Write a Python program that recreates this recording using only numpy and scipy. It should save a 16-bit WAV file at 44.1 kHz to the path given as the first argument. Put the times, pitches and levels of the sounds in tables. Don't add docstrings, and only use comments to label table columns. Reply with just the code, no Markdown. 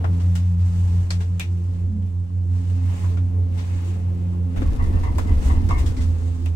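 import sys
import numpy as np
from scipy import signal
from scipy.io import wavfile
from scipy.ndimage import uniform_filter1d

SR = 44100
rng = np.random.default_rng(int(sys.argv[2]) if len(sys.argv) > 2 else 0)


def bounce(signal):
    frames = np.transpose(np.atleast_2d(signal))
    limited = np.clip(frames, -1, 1)
    pcm = np.round(limited * 32767).astype(np.int16)
    wavfile.write(sys.argv[1], SR, pcm)


N = 288972
TIME = np.arange(N) / SR

# (frequency [Hz], left-right correlation [-])
CORRELATION = [(60, 1), (130, 0.051), (300, 0.75), (640, -0.43), (1300, -0.46), (3000, -0.26),
               (7000, 0.076), (15000, 0.98)]
# (frequency [Hz], left minus right [dB])
BALANCE = [(30, 2), (90, 2.5), (250, 2), (900, 1.5), (4000, 3.5), (8000, -2), (13000, 0)]
# (left delay [s], right delay [s], gain [-])
WINDOW_ECHOES = [(.0023, 0.0011, 0.34), (.0047, 0.0037, 0.2), (.0071, 0.0094, 0.4), (0.013, 0.0065, 0.037)]

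# (time [s], drone [Hz], base of upper partials [Hz])
ROPE_PITCH = [(0, 88.5, 86.8), (1.7, 89.2, 87.6), (2.3, 89.9, 88.3), (3.1, 89.8, 88.3), (3.5, 89.2, 88.1),
              (4.3, 89.4, 88.3), (4.7, 85.6, 87.4), (5.6, 85.4, 86.6), (6.1, 83.5, 85.9),
              (6.55, 83.4, 85.4)]
# (time [s], below [Hz], above [Hz])
WHEEL_DETUNE = [(0, 3.1, 5.6), (2.8, 3.22, 5.9), (4.5, 3.1, 5.75), (6.55, 2.6, 4.9)]
# (time [s], left minus right [dB])
DRONE_PAN = [(1.15, 0), (2.08, -3), (4.36, -1.5), (4.71, -5), (6.55, -3.5)]
# (time [s], depth [dB])
DRONE_DIPS = [(1.421, 6), (2.277, 5), (2.99, 5.5), (4.65, 4.5), (4.76, 25), (4.82, -2.5), (5.02, 4.5),
              (5.14, 10), (5.25, 4.5), (5.5, 7.5), (5.36, 18), (5.44, 30), (5.78, 36), (5.951, 7),
              (6.188, 1.5), (6.37, 2.5)]
# (time [s], level [dB])
DRONE_LEVEL = [(0, -19.5), (.12, -18), (.95, -17.5), (1.12, -21), (2.2, -23.5), (2.52, -20), (3.42, -19),
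               (3.58, -22.5), (4.95, -22), (5.2, -18.5), (5.62, -18.5), (6.1, -20), (6.55, -22)]
OCTAVE_LEVEL = [(0, -66), (.11, -31.5), (.85, -33.5), (1.2, -40), (2.2, -41), (2.68, -38.5), (3.7, -42.5),
                (4.36, -32), (4.9, -41.5), (6.55, -44)]
THIRD_LEVEL = [(0, -40), (.4, -46.5), (.95, -52), (1.8, -41.5), (2.25, -49), (2.62, -38.5), (2.88, -36),
               (3.0, -50), (3.15, -40.5), (3.8, -43), (4.2, -46), (4.55, -33.5), (5.05, -41.5), (5.45, -40),
               (6.2, -38.5), (6.55, -41.5)]
FOURTH_LEVEL = [(0, -66), (.8, -56.5), (1.8, -48.5), (2, -59.5), (2.8, -54.5), (3.7, -55), (4, -43.5),
                (4.45, -49.5), (5.6, -53.5), (6.35, -45.5), (6.55, -50)]
# (ratio to base [-], far from tower [dB], near tower [dB])
BUZZ_PARTIALS = [(4.943, -61, -58.5), (5.98, -62.5, -56.5)]

# (time [s], shell shake [dB], roar [dB])
GLIDE_LEVELS = [(0, -36.5, -40), (.5, -39.5, -53), (.9, -31, -46.5), (1.55, -44.5, -53.5),
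                (1.85, -34, -51.5), (2.25, -45, -54.5), (2.5, -42, -52.5), (2.95, -38, -45.5),
                (3.25, -37.5, -47), (4.4, -40.5, -46), (6.1, -38, -46), (6.55, -34, -48)]
# (frequency [Hz], density [dB])
SHAKE_SPECTRUM = [(17, 0.5), (24, -13.5), (33, -6), (44, -14.5), (55, -3.5), (70, -4), (85, -18.5),
                  (110, -34), (160, -43)]
ROAR_SPECTRUM = [(60, -11), (125, 17), (180, -4), (240, -0.5), (320, -4.5), (420, 1.5), (600, -2.5),
                 (1000, -8), (1500, -23), (2500, -21.5), (4000, -31.5), (9000, -34.5)]
# (frequency [Hz], width [Hz], level [dB])
AIR_MODES = [(98, 26.8, 6), (207.5, 27.3, 3), (259, 18.7, 4.5), (332.8, 25.3, -3.5), (445.6, 31, -8.5)]

# (time [s], level [dB], rise [s], body [dB], metal [dB], top [dB], ring pitch [Hz], ring [dB])
KNOCKS = [(0.042, -50, 0.00095, 25, -12, -40, 640, 11), (0.197, -46.5, 0.0092, 6, -7, -18, 2900, -5),
          (0.353, -38, 0.0035, 0, -5, -2.5, 3030, -1.5), (1.1044, -30.5, 0.0016, -3, -4.5, -20, 4350, 0.5),
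          (1.202, -45, 0.007, 7, 0.5, -7, 1670, -4), (1.3961, -40, 0.0008, 4.5, 7, 2.5, 2530, 7),
          (1.403, -47, 0.00285, -4, 11, -5, 2470, 17), (2.022, -64, 0.002, 3, 0, -8, 3110, 2),
          (2.06, -63, 0.004, 5, -10, -1, 2300, -3), (2.698, -55.5, 0.002, 3, -4, -5, 2820, 2),
          (3.039, -56.5, 0.0084, 15.5, -6, -17, 1020, 15), (3.17, -54.5, 0.0023, 12, 8, -16, 1390, 11.5),
          (3.571, -46, 0.04, 5, 2.5, -21, 1020, -1), (4.558, -53, 0.02, 19, 9, 1, 1680, 4),
          (4.617, -53.5, 0.0013, 21.5, 5, -7, 1200, 11), (5.034, -46.5, 0.0036, 6, 0, -7, 1070, 7),
          (5.182, -40.5, 0.0025, 15.5, 0, 1.5, 990, 10.5), (5.451, -46, 0.014, -10, -14, 4.5, 5500, -8),
          (5.689, -42, 0.0011, 12, -9, -9, 4500, -14), (5.707, -47.5, 0.0014, 2, 2, -16, 1120, 23.5),
          (5.777, -41, 0.018, -9, -1, 0, 2030, -7), (5.86, -38.5, 0.006, -11, -11, -8, 3400, -6.5),
          (5.965, -42.5, 0.005, -3, -10, -16, 2020, -2), (6.005, -42.5, 0.014, -14, -7, -6, 3450, -6),
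          (6.458, -48.5, 0.00079, 7, 4.5, -3.5, 2570, 9.5)]
# (frequency [Hz], width [Hz], level [dB])
FITTING_MODES = [(1850, 230, 2.5), (2264, 120, 4), (2428, 37, 10), (2770, 190, 4), (3580, 410, 0),
                 (6000, 170, -5), (8200, 150, -20)]
# (frequency [Hz], density [dB])
BODY_SPECTRUM = [(120, -3), (280, 0), (600, 7), (1100, 3), (1600, -3), (2400, -9.5), (4000, -33)]
CRACK_SPECTRUM = [(600, -20), (1500, 9), (2600, -5), (3600, 1), (4500, 4), (5800, -2), (7500, -1.5),
                  (15000, -37)]
TOP_SPECTRUM = [(2500, -18.5), (5000, -14), (7000, 4.5), (8600, -13.5), (10000, -5.5), (12500, -11.5),
                (15500, -10)]

# (start [s], length [s], level [dB], attack [s], scrape re level [dB])
CLOTH_STROKES = [(0.087, 0.57, -55.5, 0.041, -9), (0.549, 0.63, -53, 0.065, -16),
                 (1.1, 0.86, -61, 0.055, -10), (2.466, 0.48, -55.5, 0.097, -15),
                 (2.754, 0.46, -49.5, 0.18, -4.5), (3.498, 0.57, -52, 0.069, -5.5),
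                 (3.938, 0.52, -64.5, 0.081, -3), (4.488, 0.89, -62.5, 0.028, 1.5),
                 (5.139, 0.36, -56.5, 0.058, -7), (5.373, 0.24, -43.5, 0.069, -10),
                 (5.777, 0.84, -55, .05, -24)]
# (frequency [Hz], density [dB])
CLOTH_SPECTRUM = [(300, -2), (900, 10), (1500, 3.5), (3000, 0.5), (5000, -4), (6800, -1.5), (8600, -3.5),
                  (9800, -25), (12000, -16), (15500, -17.5)]
# (time [s], pitch [Hz], level [dB])
LOW_TONE = [(1.82, 219.8, -100), (1.87, 212, -47), (1.92, 212, -31.5), (1.97, 207, -28), (2.03, 196, -37),
            (2.1, 202, -44), (2.18, 195.3, -100)]

# (time [s], level [dB], decay [s], pitch [Hz], squeal re level [dB], its octave re level [dB])
WHEEL_PASSES = [(4.602, -44, 0.19, 1077, -10, -22), (4.784, -34, 0.07, 996, -4, -7),
                (4.949, -38, 0.048, 1245, -8, -14), (5.026, -29.5, 0.052, 1068, 2, -2),
                (5.26, -40.5, 0.087, 1040, -12, -0.5), (5.466, -34, 0.078, 1026, -2, -12),
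                (5.695, -24, 0.055, 1105, 1.5, 0), (5.973, -46, 0.038, 1020, -10, 7)]
# (frequency [Hz], width [Hz], level [dB])
WHEEL_MODES = [(706, 63, 11.5), (975, 27.7, 13.5), (982, 16, 11.5), (1098, 30, 3.5), (1178, 60, 0),
               (1798, 47, 7), (1819, 10, 11.5), (1970, 16, -3), (2026, 30, -6), (2120, 33, -9),
               (2087, 29, -2), (2220, 16, -17), (2730, 49, -4)]
# (time [s], level [dB], pitch [Hz])
PANEL_THUMPS = [(3.172, -31, 297), (4.619, -19.5, 284), (4.646, -25.5, 285), (4.9, -26.5, 333),
                (4.96, -19.5, 157), (5.139, -30, 212), (5.166, -28.5, 324), (5.257, -24.5, 257),
                (5.305, -20.5, 252), (5.426, -25.5, 261), (5.507, -23, 213), (5.6, -28, 303),
                (5.627, -24, 251), (5.653, -26, 242), (5.692, -20.5, 169), (5.84, -30, 320),
                (5.974, -25, 262), (6.041, -24.5, 200)]
# (time [s], level [dB])
JOLTS = [(4.649, -12), (4.713, -15), (4.782, -17), (4.817, -13), (4.875, -22), (4.941, -15), (5.097, -16),
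         (5.18, -19), (5.308, -7.5), (5.365, -14), (5.452, -8.5), (5.508, -9.5), (5.562, -13.5),
         (5.715, -11.5), (5.759, -18.5), (5.8, -14.5), (5.857, -25), (5.974, -17.5)]
# (frequency [Hz], level [dB], T60 [s])
SHELL_MODES = [(25.3, -12, 0.38), (46, -3, 0.18), (69.5, 2, 0.22)]


def from_db(db):
    return 10 ** (np.asarray(db) / 20)


def unit_rms(x):
    return x / np.sqrt(np.mean(x ** 2) + 1e-20)


def curves(rows):
    times_s, *columns = np.transpose(rows)
    return [np.interp(TIME, times_s, column) for column in columns]


def at_hz(rows, hz):
    table_hz, values = np.transpose(rows)
    return np.interp(np.log(hz), np.log(table_hz), values)


def pan(db):
    return from_db(db / 2 * np.array([[1], [-1]]))


def drift(rate_hz):
    step, warmup = 40, 2000
    pole = np.exp(-2 * np.pi * rate_hz * step / SR)
    white = rng.standard_normal(N // step + warmup + 2)
    slow = signal.lfilter([1], [1, -2 * pole, pole * pole], white)[warmup:]
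    return np.interp(np.arange(N) / step, np.arange(len(slow)), unit_rms(slow))


def spread(mid, side, hz):
    correlation = at_hz(CORRELATION, hz)
    stereo = np.sqrt(1 + correlation) * mid + np.sqrt(1 - correlation) * side * [[1], [-1]]
    return stereo * pan(at_hz(BALANCE, hz))


def noise(spectrum, flicker_db=0):
    edges_hz = 17 * 2 ** np.arange(0, 10.1, 0.5)
    out, white = 0, rng.standard_normal((2, 2, N))
    for k, (low, high) in enumerate(zip(edges_hz, edges_hz[1:])):
        hz = np.sqrt(low * high)
        wander_db = flicker_db * drift(9.2) if flicker_db else 0
        if high > spectrum[0][0] and low < spectrum[-1][0]:
            band = signal.butter(2, [low, high], "band", fs=SR, output="sos")
            mid, side = signal.sosfilt(band, white[k % 2])
            out += from_db(at_hz(spectrum, hz) + wander_db) * spread(mid, side, hz)
    return unit_rms(out)


def resonate(x, hz, width_hz):
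    r = np.exp(-np.pi * width_hz / SR)
    poles = [1, -2 * r * np.cos(2 * np.pi * hz / SR), r * r]
    return signal.lfilter(np.array([1, 0, -1]) * (1 - r * r) / 2, poles, x + 1e-18)


def ring_modes(drive, modes):
    out = 0
    for k, (hz, width_hz, db) in enumerate(modes):
        out += (-1) ** k * from_db(db) * spread(*resonate(drive, hz, width_hz), hz)
    return unit_rms(out)


def grains(per_s, size_db):
    sizes = from_db(size_db * np.minimum(rng.exponential(1, (2, N)), 4))
    signs = rng.choice([-1, 1], (2, N))
    return unit_rms(sizes * signs * (rng.random((2, N)) < per_s / SR))


def gate(start_s, attack_s, end_s, release_s):
    return np.clip(np.minimum((TIME - start_s) / attack_s, (end_s - TIME) / release_s), 0, 1)


def strike(rise_s, t60_s):
    age_s = TIME[:SR]
    shape = (1 - np.exp(-age_s / rise_s)) * from_db(-60 * age_s / t60_s)
    return shape / shape.max()


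def on_tower():
    return gate(start_s=4.53, attack_s=0.033, end_s=6.35, release_s=0.47)


def window_echoes(x):
    out = x.copy()
    for *delays_s, gain in WINDOW_ECHOES:
        for ear in range(2):
            out[ear] += gain * np.interp(TIME - delays_s[ear], TIME, x[ear], left=0)
    return out / np.sqrt(1 + sum(gain ** 2 for *_, gain in WINDOW_ECHOES))


def drone(slow_db=-19, fast_db=-13.5, in_phase_s=0.288, dip_s=0.04, flutter_db=1.5, shake_turns=0.031):
    hz, _ = curves(ROPE_PITCH)
    below_hz, above_hz = curves(WHEEL_DETUNE)
    db, = curves(DRONE_LEVEL)
    pan_db, = curves(DRONE_PAN)
    db += flutter_db * on_tower() * drift(25)
    db -= sum(depth_db * np.exp(-((TIME - at_s) / dip_s) ** 2) for at_s, depth_db in DRONE_DIPS)
    turns = np.cumsum(hz) / SR + shake_turns * on_tower() * drift(7.7)
    out = 0
    for offset_hz, wheel_db in [(np.zeros(N), 0), (-below_hz, slow_db), (above_hz, fast_db)]:
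        beat_turns = np.cumsum(offset_hz) / SR
        beat_turns -= np.interp(in_phase_s, TIME, beat_turns)
        out += from_db(wheel_db) * np.sin(2 * np.pi * (turns + beat_turns))
    return np.sqrt(2) * from_db(db) * pan(pan_db) * out


def hum_octave(ratio=2.01, twin_db=-40, twin_below_hz=4.83, in_phase_s=0.13, twin_end_s=2.29,
               twin_fade_s=0.67, gain_db=0.5, waver_db=1, damping_db=4):
    _, base_hz = curves(ROPE_PITCH)
    db, = curves(OCTAVE_LEVEL)
    turns = ratio * np.cumsum(base_hz) / SR + np.array([[0], [0.085]])
    tone = from_db(db) * np.sin(2 * np.pi * turns)
    twin = from_db(twin_db) * np.sin(2 * np.pi * (turns - twin_below_hz * (TIME - in_phase_s)))
    twin *= np.clip((twin_end_s - TIME) / twin_fade_s, 0, 1)
    return np.sqrt(2) * from_db(gain_db + waver_db * drift(4) - damping_db * on_tower()) * (tone + twin)


def hum_partial(levels, ratio, gain_db, twin_db, twin_below_hz, waver_db, waver_turns, rough_db=2):
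    _, base_hz = curves(ROPE_PITCH)
    db, = curves(levels)
    turns = ratio * np.cumsum(base_hz) / SR
    twin_turns = turns - twin_below_hz * TIME + 0.27 * drift(1.29)
    pair = np.exp(2j * np.pi * turns) + from_db(twin_db) * np.exp(2j * np.pi * twin_turns)
    mid_side = []
    for _ in range(2):
        gain = from_db(db + gain_db + waver_db * drift(2.4) + rough_db * drift(25))
        shift_turns = waver_turns * drift(6.1) + rng.random()
        mid_side.append(gain * np.imag(pair * np.exp(2j * np.pi * shift_turns)))
    return spread(*mid_side, ratio * np.mean(base_hz))


def strand_buzz(peak_s=6.2, approach_s=5.8, waver_db=4, waver_turns=0.14):
    _, base_hz = curves(ROPE_PITCH)
    nearness = np.maximum(0, 1 - np.abs(TIME - peak_s) / approach_s)
    turns, out = np.cumsum(base_hz) / SR, 0
    for ratio, far_db, near_db in BUZZ_PARTIALS:
        db = far_db + (near_db - far_db) * nearness
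        mid_side = []
        for _ in range(2):
            gain = from_db(db + waver_db * drift(9.1))
            shift_turns = waver_turns * drift(7.6) + rng.random()
            mid_side.append(gain * np.sin(2 * np.pi * (ratio * turns + shift_turns)))
        out += spread(*mid_side, ratio * np.mean(base_hz))
    return out


def ride_gain(glide_db, tower_db, jolt_db, rise_s=0.012, settle_s=0.031):
    stir = 0
    for at_s, db in JOLTS:
        age_s = np.maximum(TIME - at_s, 0)
        stir += from_db(db) * np.minimum(age_s / rise_s, 1) * np.exp(-age_s / settle_s)
    tower = from_db(tower_db) * on_tower()
    return np.sqrt(from_db(glide_db) ** 2 + tower ** 2 + (from_db(jolt_db) * stir) ** 2)


def rumble(roar_db=4, boom_db=7, tower_boom_db=3):
    glide_shake_db, glide_roar_db = curves(GLIDE_LEVELS)
    shake_gain = ride_gain(glide_shake_db, tower_db=-24.5, jolt_db=-13)
    roar_gain = ride_gain(glide_roar_db, tower_db=-44, jolt_db=-28)
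    shake = noise(SHAKE_SPECTRUM)
    shake /= np.sqrt(uniform_filter1d(np.mean(shake ** 2, axis=0), size=5000) + 1e-9)
    boom = ring_modes(rng.standard_normal((2, N)), AIR_MODES)
    boom *= from_db(boom_db + tower_boom_db * on_tower())
    roar = from_db(roar_db) * window_echoes(noise(ROAR_SPECTRUM, flicker_db=2.34))
    return shake_gain * shake + roar_gain * (roar + boom)


def knock_envelope(levels_db, t60_s, snap_db, snap_s=0.0054, snap_rise_s=0.00028, hard_rise_s=0.0031):
    out, age_s = np.zeros(N + SR), TIME[:SR]
    snap = from_db(snap_db) * (1 - np.exp(-age_s / snap_rise_s)) * np.exp(-age_s / snap_s)
    for (at_s, _, rise_s, *_), db in zip(KNOCKS, levels_db):
        hardness = np.exp(-rise_s / hard_rise_s)
        out[round(at_s * SR):][:SR] += from_db(db) * (strike(rise_s, t60_s) + hardness * snap)
    return out[:N]


def knocks(gain_db=-4, top_gain_db=-4):
    _, db, _, body_db, metal_db, top_db, *_ = np.transpose(KNOCKS)
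    metal = ring_modes(rng.standard_normal((2, N)), FITTING_MODES)
    metal *= knock_envelope(db + metal_db, t60_s=0.18, snap_db=3)
    body = noise(BODY_SPECTRUM) * knock_envelope(db + body_db, t60_s=0.14, snap_db=-6)
    crack = noise(CRACK_SPECTRUM) * knock_envelope(db, t60_s=0.21, snap_db=6)
    top = noise(TOP_SPECTRUM)
    top *= knock_envelope(db + top_db + top_gain_db, t60_s=0.16, snap_db=19, snap_s=0.0021)
    return from_db(gain_db) * (metal + body + crack + top)


def part_rings(gain_db=-5, width_share=0.19, t60_s=0.1, contact_db=22):
    out = np.zeros((2, N + SR))
    for at_s, db, rise_s, *_, hz, ring_db in KNOCKS:
        envelope = strike(rise_s, t60_s)
        drive = rng.standard_normal((2, SR)) * envelope
        drive[:, np.argmax(envelope) // 2] += from_db(contact_db)
        width_hz = width_share * hz
        ring = resonate(resonate(drive, hz, width_hz), hz, width_hz)
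        ring *= np.sqrt(2 * SR / (np.pi * width_hz))
        out[:, round(at_s * SR):][:, :SR] += from_db(db + ring_db + gain_db) * ring
    return out[:, :N]


def cloth_rustle(rub_db=3, floor_db=-65, release_s=0.18, grain_db=1, crackle_db=-16,
                 scrape_hz=2000, scrape_width_hz=1300):
    rub_power, scrape_power = from_db(floor_db) ** 2, 0
    for start_s, length_s, db, attack_s, scrape_db in CLOTH_STROKES:
        stroke = from_db(db) * gate(start_s, attack_s, start_s + length_s, release_s)
        rub_power += stroke ** 2
        scrape_power += (from_db(scrape_db) * stroke) ** 2
    hiss = noise(CLOTH_SPECTRUM, flicker_db=1) * from_db(grain_db * drift(60))
    crackle = unit_rms(resonate(grains(per_s=370, size_db=5.5), hz=7700, width_hz=7500))
    rub = from_db(rub_db) * (hiss + from_db(crackle_db) * crackle)
    scrape = resonate(grains(per_s=900, size_db=4), scrape_hz, scrape_width_hz)
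    scrape = unit_rms(resonate(scrape, scrape_hz, scrape_width_hz))
    return np.sqrt(rub_power) * rub + np.sqrt(scrape_power) * scrape


def low_tone():
    hz, db = curves(LOW_TONE)
    return np.sqrt(2) * from_db(db) * np.sin(2 * np.pi * np.cumsum(hz) / SR)


def trim_rattle(level_db=-57, hz=3200):
    ticks = resonate(grains(per_s=35, size_db=-3), hz, width_hz=4500)
    echoed = window_echoes(window_echoes(spread(*ticks, hz)))
    return from_db(level_db) * on_tower() * unit_rms(echoed)


def wheel_load(at_s, db, decay_s, rise_s):
    age_s = np.maximum(TIME - at_s, 0)
    release = np.exp(-np.minimum(age_s / decay_s, 10) ** 1.08)
    return from_db(db) * (1 - np.exp(-age_s / rise_s)) * release


def wheel_creak(gain_db=-1.5, chatter_db=3, width_hz=230, broadband_db=-19):
    contacts = grains(per_s=900, size_db=3) * from_db(chatter_db * drift(39))
    total_load, drive = 0, 0
    for at_s, db, decay_s, hz, *_ in WHEEL_PASSES:
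        load = wheel_load(at_s, db, decay_s, rise_s=0.008)
        total_load += load
        chatter = contacts * load
        creak = resonate(chatter, hz, width_hz) + resonate(chatter, 2 * hz, width_hz)
        drive += creak + from_db(broadband_db) * chatter
    return from_db(gain_db) * ring_modes(drive, WHEEL_MODES) * np.sqrt(np.mean(total_load ** 2))


def wheel_squeal(gain_db=-4, jitter_hz=32, rough_db=3, sag_share=0.07, sag_s=0.0907):
    wander_hz = jitter_hz * np.array([drift(107.9), drift(107.2)])
    out = 0
    for at_s, db, decay_s, hz, squeal_db, octave_db in WHEEL_PASSES:
        sag = sag_share * (1 - np.exp(-np.maximum(TIME - at_s, 0) / sag_s))
        phase = 2 * np.pi * np.cumsum(hz * (1 - sag) + wander_hz, axis=1) / SR
        tone = from_db(squeal_db) * np.sin(phase) + from_db(octave_db) * np.sin(2 * phase)
        out += wheel_load(at_s, db, 0.9 * decay_s, rise_s=0.019) * tone
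    return from_db(gain_db + rough_db * drift(90)) * out


def panel_thumps(side_db=-7):
    out, age_s = np.zeros((2, N + SR)), TIME[:SR]
    envelope = strike(rise_s=0.0017, t60_s=0.048)
    for at_s, db, hz in PANEL_THUMPS:
        mid = np.sin(2 * np.pi * hz * age_s)
        side = from_db(side_db) * np.sin(2 * np.pi * (hz * age_s + rng.random()))
        out[:, round(at_s * SR):][:, :SR] += from_db(db) * envelope * (mid + side * [[1], [-1]])
    return out[:, :N]


def jolts(mount_band_hz=(14, 80)):
    out, age_s = np.zeros(N + SR), TIME[:SR]
    swing = sum(from_db(db - 60 * age_s / t60_s) * np.sin(2 * np.pi * hz * age_s)
                for hz, db, t60_s in SHELL_MODES)
    for at_s, db in JOLTS:
        out[round(at_s * SR):][:SR] -= from_db(db) * swing
    mounts = signal.butter(4, mount_band_hz, "band", fs=SR, output="sos")
    return signal.sosfilt(mounts, out[:N])


def scene():
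    third = hum_partial(THIRD_LEVEL, ratio=2.99, gain_db=-4, twin_db=-10.5, twin_below_hz=4,
                        waver_db=0.5, waver_turns=0.06)
    fourth = hum_partial(FOURTH_LEVEL, ratio=3.967, gain_db=-4.5, twin_db=-4, twin_below_hz=3.6,
                         waver_db=3.5, waver_turns=0.046)
    hum = drone() + hum_octave() + third + fourth + strand_buzz()
    shell = rumble() + jolts() + panel_thumps() + trim_rattle()
    wheels = (wheel_creak() + wheel_squeal()) * pan(db=1.2)
    fittings = (knocks() + part_rings()) * pan(db=0.65)
    clothing = window_echoes(cloth_rustle()) * pan(db=-1.5)
    return hum + shell + fittings + clothing + low_tone() + wheels


def record(dry, fade_s=0.004, cutoff_hz=15900):
    lowpass = signal.ellip(10, 0.1, 90, cutoff_hz, fs=SR, output="sos")
    return signal.sosfilt(lowpass, dry * np.minimum(TIME / fade_s, 1))


dry = scene()
out = record(dry)
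bounce(out)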